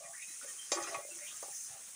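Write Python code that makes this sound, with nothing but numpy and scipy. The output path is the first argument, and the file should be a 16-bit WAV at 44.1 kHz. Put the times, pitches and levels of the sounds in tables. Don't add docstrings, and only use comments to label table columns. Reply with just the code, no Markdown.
import sys
import numpy as np
from scipy import signal
from scipy.fft import rfft, irfft
from scipy.io import wavfile
from scipy.ndimage import uniform_filter1d

SR = 44100
rng = np.random.default_rng(int(sys.argv[2]) if len(sys.argv) > 2 else 0)


def int16_out(signal):
    q = np.round(np.clip(np.atleast_2d(signal).T, -1, 1) * 32767)
    wavfile.write(sys.argv[1], SR, q.astype(np.int16))


def makeup_ratio(level_db):
    decades = np.asarray(level_db, float) / 20
    return 10 ** decades


N = 85995

# (time [s], strength [dB], centre of answering modes [Hz], spread [octaves])
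KNOCKS = [(.138, -30, 1696, 0.05), (.222, -34.5, 2530, 0.043), (.222, -44, 3580, 0.056),
          (.232, -48, 2460, 0.054), (.412, -41, 1470, 0.16), (.445, -53, 520, 0.39), (.718, -35, 4440, 1.9),
          (.7185, -31, 580, 0.33), (.7183, -33, 1010, 0.29), (.7187, -33, 2470, 0.054),
          (.724, -35, 1860, 0.22), (.772, -34.5, 1120, 0.37), (.775, -41, 1950, 0.2), (.825, -49, 6000, .5),
          (.836, -43, 6040, 0.07), (.839, -32, 1290, 0.11), (.8395, -35, 2394, 0.045),
          (.8725, -34, 1330, 0.17), (.873, -37, 1970, 0.11), (.8735, -44, 367, .2),
          (.8728, -33.5, 2700, 0.053), (.888, -40.5, 1910, 0.15), (.945, -33, 2460, 0.076),
          (.9452, -31, 2120, 0.11), (0.9458, -46.5, 1790, 1.08), (.96, -46, 2010, .1),
          (.9455, -31.5, 1130, 0.25), (.9458, -45.5, 3150, .08), (.952, -44, 805, 0.14),
          (.984, -34.5, 593, 0.1), (1.006, -44, 630, .12), (1.022, -41, 2140, .05),
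          (1.05, -38.5, 576, 0.037), (1.088, -39.5, 602, 0.032), (1.1027, -38.5, 8630, 0.13),
          (1.1697, -55, 6100, 0.23), (1.187, -45, 2140, 0.054), (1.268, -61, 3460, .05),
          (1.277, -40, 2800, 0.041), (1.4274, -42.5, 690, 0.72), (1.4275, -53.5, 6140, 0.39),
          (1.483, -54, 710, 0.82), (1.526, -39.5, 1750, 0.054), (1.76, -52, 664, 0.12),
          (1.89, -62, 547, 0.13)]


def evened(x):
    return x / np.sqrt(np.mean(x ** 2) + 1e-20)


def read(points, hz):
    f, value = np.transpose(points)
    return np.interp(np.log(hz + 1), np.log(f + 1), value, right=-90)


def add(mix, s, sound):
    part = mix[round(s * SR):][:len(sound)]
    part += sound[:len(part)]


def near(hz, centre_hz, spread_oct):
    return np.exp(-.5 * (np.log2(hz / centre_hz) / spread_oct) ** 2)


def colour(x, shape, patch_db):
    hz, _, z = signal.stft(x, SR, nperseg=512, noverlap=384)
    patches = uniform_filter1d(rng.standard_normal(z.shape), size=5, axis=0)
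    patches = evened(uniform_filter1d(patches, size=14, axis=1))
    z = z * shape(hz)[:, None] * makeup_ratio(patch_db * np.minimum(patches, 1.3))
    return evened(signal.istft(z, SR, nperseg=512, noverlap=384)[1][:N])


def clicks(per_s, spread_db, count):
    draw = rng.random((count, 3))
    happens = draw[:, 0] < per_s / SR
    sign = np.sign(draw[:, 1] - .5)
    return happens * sign * makeup_ratio(-spread_db * np.log(draw[:, 2] + .01))


def bubbles():
    # (time [s], level [dB])
    boil = [(0, -52.5), (0.119, -50), (.25, -48.5), (.5, -47), (.62, -49), (.82, -47), (1.02, -50),
            (1.11, -48), (1.36, -47), (1.42, -47.5), (1.66, -46), (1.76, -51), (1.95, -50)]
    # (frequency [Hz], level [dB per Hz])
    fizz_colour = [(4300, -22.5), (6400, -1.5), (7700, -5), (9200, -0.5), (10400, -8.5), (11500, -21),
                   (14000, -22), (14900, -10)]
    pops_per_s, pop_spread_db, pop_share = 5000, 2.5, .45
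    offset_db, patch_db = 1, 1.5
    finest_hz, finer_db_per_s, finest_flicker_db = 13000, 2, 1.5

    t, u = np.arange(N) / SR, np.arange(60) / SR
    pops = np.zeros(N)
    for hz in np.geomspace(4500, 15500, num=16):
        grain = np.sin(2 * np.pi * hz * u) * np.exp(-u * hz / 1.16)
        grain = grain / np.linalg.norm(grain) * np.sqrt(hz)
        pops += signal.oaconvolve(clicks(pops_per_s / 16, pop_spread_db, count=N), grain)[:N]
    source = np.sqrt(pop_share) * evened(pops) + np.sqrt(1 - pop_share) * rng.standard_normal(N)

    points = list(fizz_colour) + [(SR / 2, fizz_colour[-1][1])]
    fizz = colour(source, lambda hz: makeup_ratio(read(points, hz)) * np.clip(hz / 4200, 0, 1) ** 6, patch_db)

    flicker = uniform_filter1d(uniform_filter1d(rng.standard_normal(N), size=900), size=900)
    finest_db = finer_db_per_s * (t - 2.0) + finest_flicker_db * evened(flicker)
    high = signal.butter(6, finest_hz, "high", fs=SR, output="sos")
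    fizz = fizz + signal.sosfiltfilt(high, fizz) * (makeup_ratio(finest_db) - 1)
    return fizz * makeup_ratio(np.interp(t, *np.transpose(boil)) + offset_db)


def simmer():
    # (frequency [Hz], level [dB per Hz])
    simmer_colour = [(18, -48), (30, -25), (118, -11), (436, -15.5), (588, -12), (1000, -13), (1700, -6),
                     (3190, -8.5), (4400, -10), (5000, -12), (6500, -3.5), (11000, -120)]
    # (time [s], level [dB])
    simmer_level = [(0, -61), (.2, -64.5), (.38, -59.5), (.45, -59), (.6, -61.5), (.7, -58.5), (.95, -53),
                    (1.03, -62), (1.15, -59.5), (1.25, -58), (1.5, -58), (1.6, -62), (1.7, -59),
                    (1.95, -60.5)]
    bloops = rng.standard_normal(N) + .5 * evened(clicks(900, 4.4, count=N))
    rumble = colour(bloops, lambda hz: makeup_ratio(read(simmer_colour, hz)), patch_db=2.2)
    return rumble * makeup_ratio(np.interp(np.arange(N) / SR, *np.transpose(simmer_level)))


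def contacts():
    # (start [s], length [s], pressure [dB], start centre [Hz], end centre [Hz])
    drags = [(-.03, 0.15, -67.5, 577, 763), (.001, 0.19, -79, 1110, 1030), (.025, 0.063, -70.5, 2270, 1950),
             (0.271, 0.083, -71, 1960, 2052), (0.409, 0.15, -74, 543, 410), (.411, 0.22, -82.5, 1440, 1512),
             (.745, 0.11, -58.5, 359, 356), (.75, .09, -63.5, 550, 570), (.76, 0.062, -62.5, 760, 840),
             (0.6, 0.23, -80.5, 5950, 3800), (.86, 0.17, -70, 366, 420), (.87, 0.1703, -64, 638, 634),
             (1.427, 0.083, -72, 700, 864), (1.53, 0.14, -70.5, 6100, 6300), (.72, .045, -78, 2870, 2800),
             (.83, 0.056, -70, 3500, 3440), (.87, 0.089, -72, 5760, 5760), (1.68, 0.13, -82, 735, 526),
             (1.72, 0.16, -77.5, 1324, 1650)]
    # (start [s], length [s], pressure [dB], start centre [Hz], end centre [Hz])
    scoops = [(.125, 0.1295, -73.5, 1566, 2740), (.5, 0.066, -86, 403, 296),
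              (1.18, 0.12, -77.5, 1940, 2600), (1.26, 0.068, -74.5, 2900, 3320),
              (1.35, 0.026, -78, 7060, 7700)]
    # (start [s], length [s], pressure [dB], centre [Hz])
    rubs = [(.47, 0.042, -59.5, 1850), (.575, 0.099, -64.5, 3130), (.568, 0.039, -61.5, 2300),
            (1.1, 0.036, -72, 2790), (1.1, 0.036, -58, 2665), (1.025, .05, -67, 2110),
            (1, 0.082, -70, 2400), (1.1, 0.062, -68, 1490), (.875, 0.15, -59, 890), (0.84, 0.064, -81, 552),
            (.79, 0.11, -67.5, 5040), (.771, 0.13, -60, 1250), (1.2, 0.054, -69.5, 580),
            (1.16, .05, -72, 611), (1.8, 0.1, -82, 2420), (1.1, 0.078, -71.5, 335), (1.3, 0.066, -69, 1233),
            (2.5, 0.071, -56, 410), (1.7, 0.073, -70, 800), (1.64, 0.048, -70, 5080),
            (.255, 0.12, -74.5, 2530), (0.27, 0.078, -69, 3975), (.47, 0.08, -73.5, 3150)]
    # (start [s], length [s], pressure [dB], start centre [Hz], end centre [Hz])
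    clatter = [
        (.41, 0.36, -82.5, 2040, 2350),
        (.715, 0.054, -64.5, 5200, 4570),
        (.73, 0.288, -69.5, 1800, 1380),
    ]
    rise_s, slips_per_s, slip_spread_db = 0.011, 1500, 2.6

    # strokes, spread [octaves], swell over the stroke [dB], direct rasp [dB]
    ways = [(drags, 0.17, -10.5, 4), (scoops, 0.23, 2.7, 19.8),
            (rubs, 0.038, -12, 1), (clatter, 0.71, -10, 21.5)]
    for strokes, spread_oct, swell_db, rasp_db in ways:
        for start, length, db, *ends in strokes:
            from_hz, to_hz = ends[0], ends[-1]
            t = np.arange(0, length, 1 / SR)
            slips = evened(clicks(slips_per_s, slip_spread_db, count=SR // 2))[:len(t)]
            press = np.clip(np.minimum(t, length - t) / rise_s, 0, 1)
            press = press * makeup_ratio(db + swell_db * t / length)
            centre_hz = from_hz * (to_hz / from_hz) ** (t / length)
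            heard = t + start >= 0
            yield max(start, 0), (slips * press)[heard], centre_hz[heard], spread_oct, rasp_db


def metal(strokes):
    # (frequency [Hz], level [dB])
    wok = [(341, -8.5), (400, -10.5), (495, -12.5), (560, -5.5), (590, -6.5), (669, -8), (780, -5),
           (833, -7.5), (981, -9), (1124, -8), (1190, -7), (1257, -12), (1380, -12.5), (1480, -18)]
    # (frequency [Hz], level [dB])
    rim = [(1760, -18.5), (1840, -10.5), (1933, -9), (2121, -10.5), (2400, -12), (2510, -7.5), (2665, -15),
           (2810, -13.5), (3150, -9), (3230, -12.5), (3440, -11), (3750, -8.5), (3975, -9), (4570, -3)]
    skimmer_hz = [4832, 5100, 5185, 5500, 5800, 6230, 6475, 6570, 6690, 6978, 7352, 7398, 8930, 10930]
    # (level [dB], t60 [s])
    skimmer = [(-7, 0.072), (-0.5, 0.051), (-1, 0.058), (0.5, 0.023), (1, 0.048), (3, 0.078), (1, .05),
               (2, 0.067), (-16, .09), (-3.5, 0.067), (7.5, 0.069), (1, 0.033), (-2.5, 0.051), (-2, 0.089)]
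    wok_t60_s, rim_t60_s, longest_t60_s = 0.12, 0.076, .14
    mode_scatter_db, lag_s = 2.5, .0004

    modes = [(*m, wok_t60_s) for m in wok] + [(*m, rim_t60_s) for m in rim]
    modes += [(hz, *m) for hz, m in zip(skimmer_hz, skimmer)]
    scatter = rng.standard_normal((len(KNOCKS), len(modes), 2))
    out = np.zeros(N)
    for k, (hz, db, t60_s) in enumerate(modes):
        drive = np.zeros(N)
        for (s, hit_db, centre_hz, spread_oct), (size, lag) in zip(KNOCKS, scatter[:, k]):
            hit = makeup_ratio(hit_db + mode_scatter_db * size) * near(hz, centre_hz, spread_oct)
            drive[round((s + lag_s * abs(lag)) * SR)] += hit
        for s, slips, centre_hz, spread_oct, _ in strokes:
            add(drive, s, (-1) ** k * slips * near(hz, centre_hz, spread_oct))
        r = np.exp(-np.log(1000) / (min(t60_s, longest_t60_s) * SR))
        w = 2 * np.pi * hz / SR
        out += makeup_ratio(db) * signal.lfilter([0, r * np.sin(w)], [1, -2 * r * np.cos(w), r * r], drive)
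    return out


def rasp(strokes):
    out = np.zeros(N)
    for s, slips, centre_hz, spread_oct, rasp_db in strokes:
        turn = np.exp(2j * np.pi * np.cumsum(centre_hz) / SR)
        r = np.exp(-2 * np.pi * spread_oct * centre_hz.mean() / SR)
        smooth = signal.lfilter([(1 - r) ** 4], np.poly([r, r, r, r]), slips / turn)
        add(out, s, makeup_ratio(rasp_db) * 2 * (turn * smooth).real / np.sqrt(1 - r))
    return out


def kitchen(x):
    t60_s = 0.085
    taps = np.zeros(SR // 2)
    at = np.arange(200, len(taps) - 20, 20)
    taps[at + rng.integers(0, 20, len(at))] = rng.choice([-1., 1.], len(at))
    taps *= makeup_ratio(-60 * np.arange(len(taps)) / SR / t60_s)
    return signal.fftconvolve(x, taps / np.linalg.norm(taps))[:N]


def thumps():
    # (time [s], peak [dB], pitch [Hz])
    pushes = [(.04, -63, 162), (.085, -68, 139), (0.273, -67.5, 193), (0.294, -64, 316),
              (0.421, -61.5, 272), (0.522, -90, 110), (0.722, -63, 150), (.81, -60.5, 132),
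              (.965, -56.5, 134), (1.31, -72, 223), (1.499, -65, 154), (1.696, -61, 116), (1.733, -63, 120),
              (1.849, -87, 159)]
    length_s = 0.025
    out, t = np.zeros(N), np.arange(0, length_s, 1 / SR)
    for s, db, hz in pushes:
        add(out, s, makeup_ratio(db) * np.sin(np.pi * t / length_s) ** 2 * np.sin(2 * np.pi * hz * t))
    return out


def cracks():
    crack_db, t60_s, rise_s = -4.5, .07, 0.00073
    out, t = np.zeros(N), np.arange(4096) / SR
    hz = np.fft.rfftfreq(len(t), 1 / SR) + 1
    body = np.clip(hz / 300, 0, 1) ** 3 / (1 + (hz / 8000) ** 6) / np.sqrt(hz)
    for s, db, centre_hz, spread_oct in KNOCKS:
        tone = near(hz, centre_hz, spread_oct) * body
        burst = evened(irfft(rfft(rng.standard_normal(len(t))) * tone))
        decay = np.minimum(t / rise_s, 1) * makeup_ratio(db + crack_db - 60 * t / t60_s)
        add(out, s, burst * decay * min(spread_oct, 1))
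    return out


def scene():
    radiates_above_hz, room_db = 291, -11
    strokes = list(contacts())
    steel = metal(strokes) + rasp(strokes) + cracks()
    no_bass = signal.cheby2(6, 40, 0.73 * radiates_above_hz, "high", fs=SR, output="sos")
    steel = signal.sosfilt(no_bass, steel)
    steel = signal.sosfilt(signal.butter(4, 12000, fs=SR, output="sos"), steel)
    mix = bubbles() + simmer() + steel + makeup_ratio(room_db) * kitchen(steel) + thumps()
    return np.array([mix, mix])


def roll_off(x):
    return signal.sosfilt(signal.butter(12, 16780, fs=SR, output="sos"), x)


def record(dry):
    edge = signal.firwin(1023, 15600, window=("kaiser", 10), fs=SR)
    mix = signal.oaconvolve(dry, edge[None], "same")
    return roll_off(mix)


dry = scene()
out = record(dry)
int16_out(out)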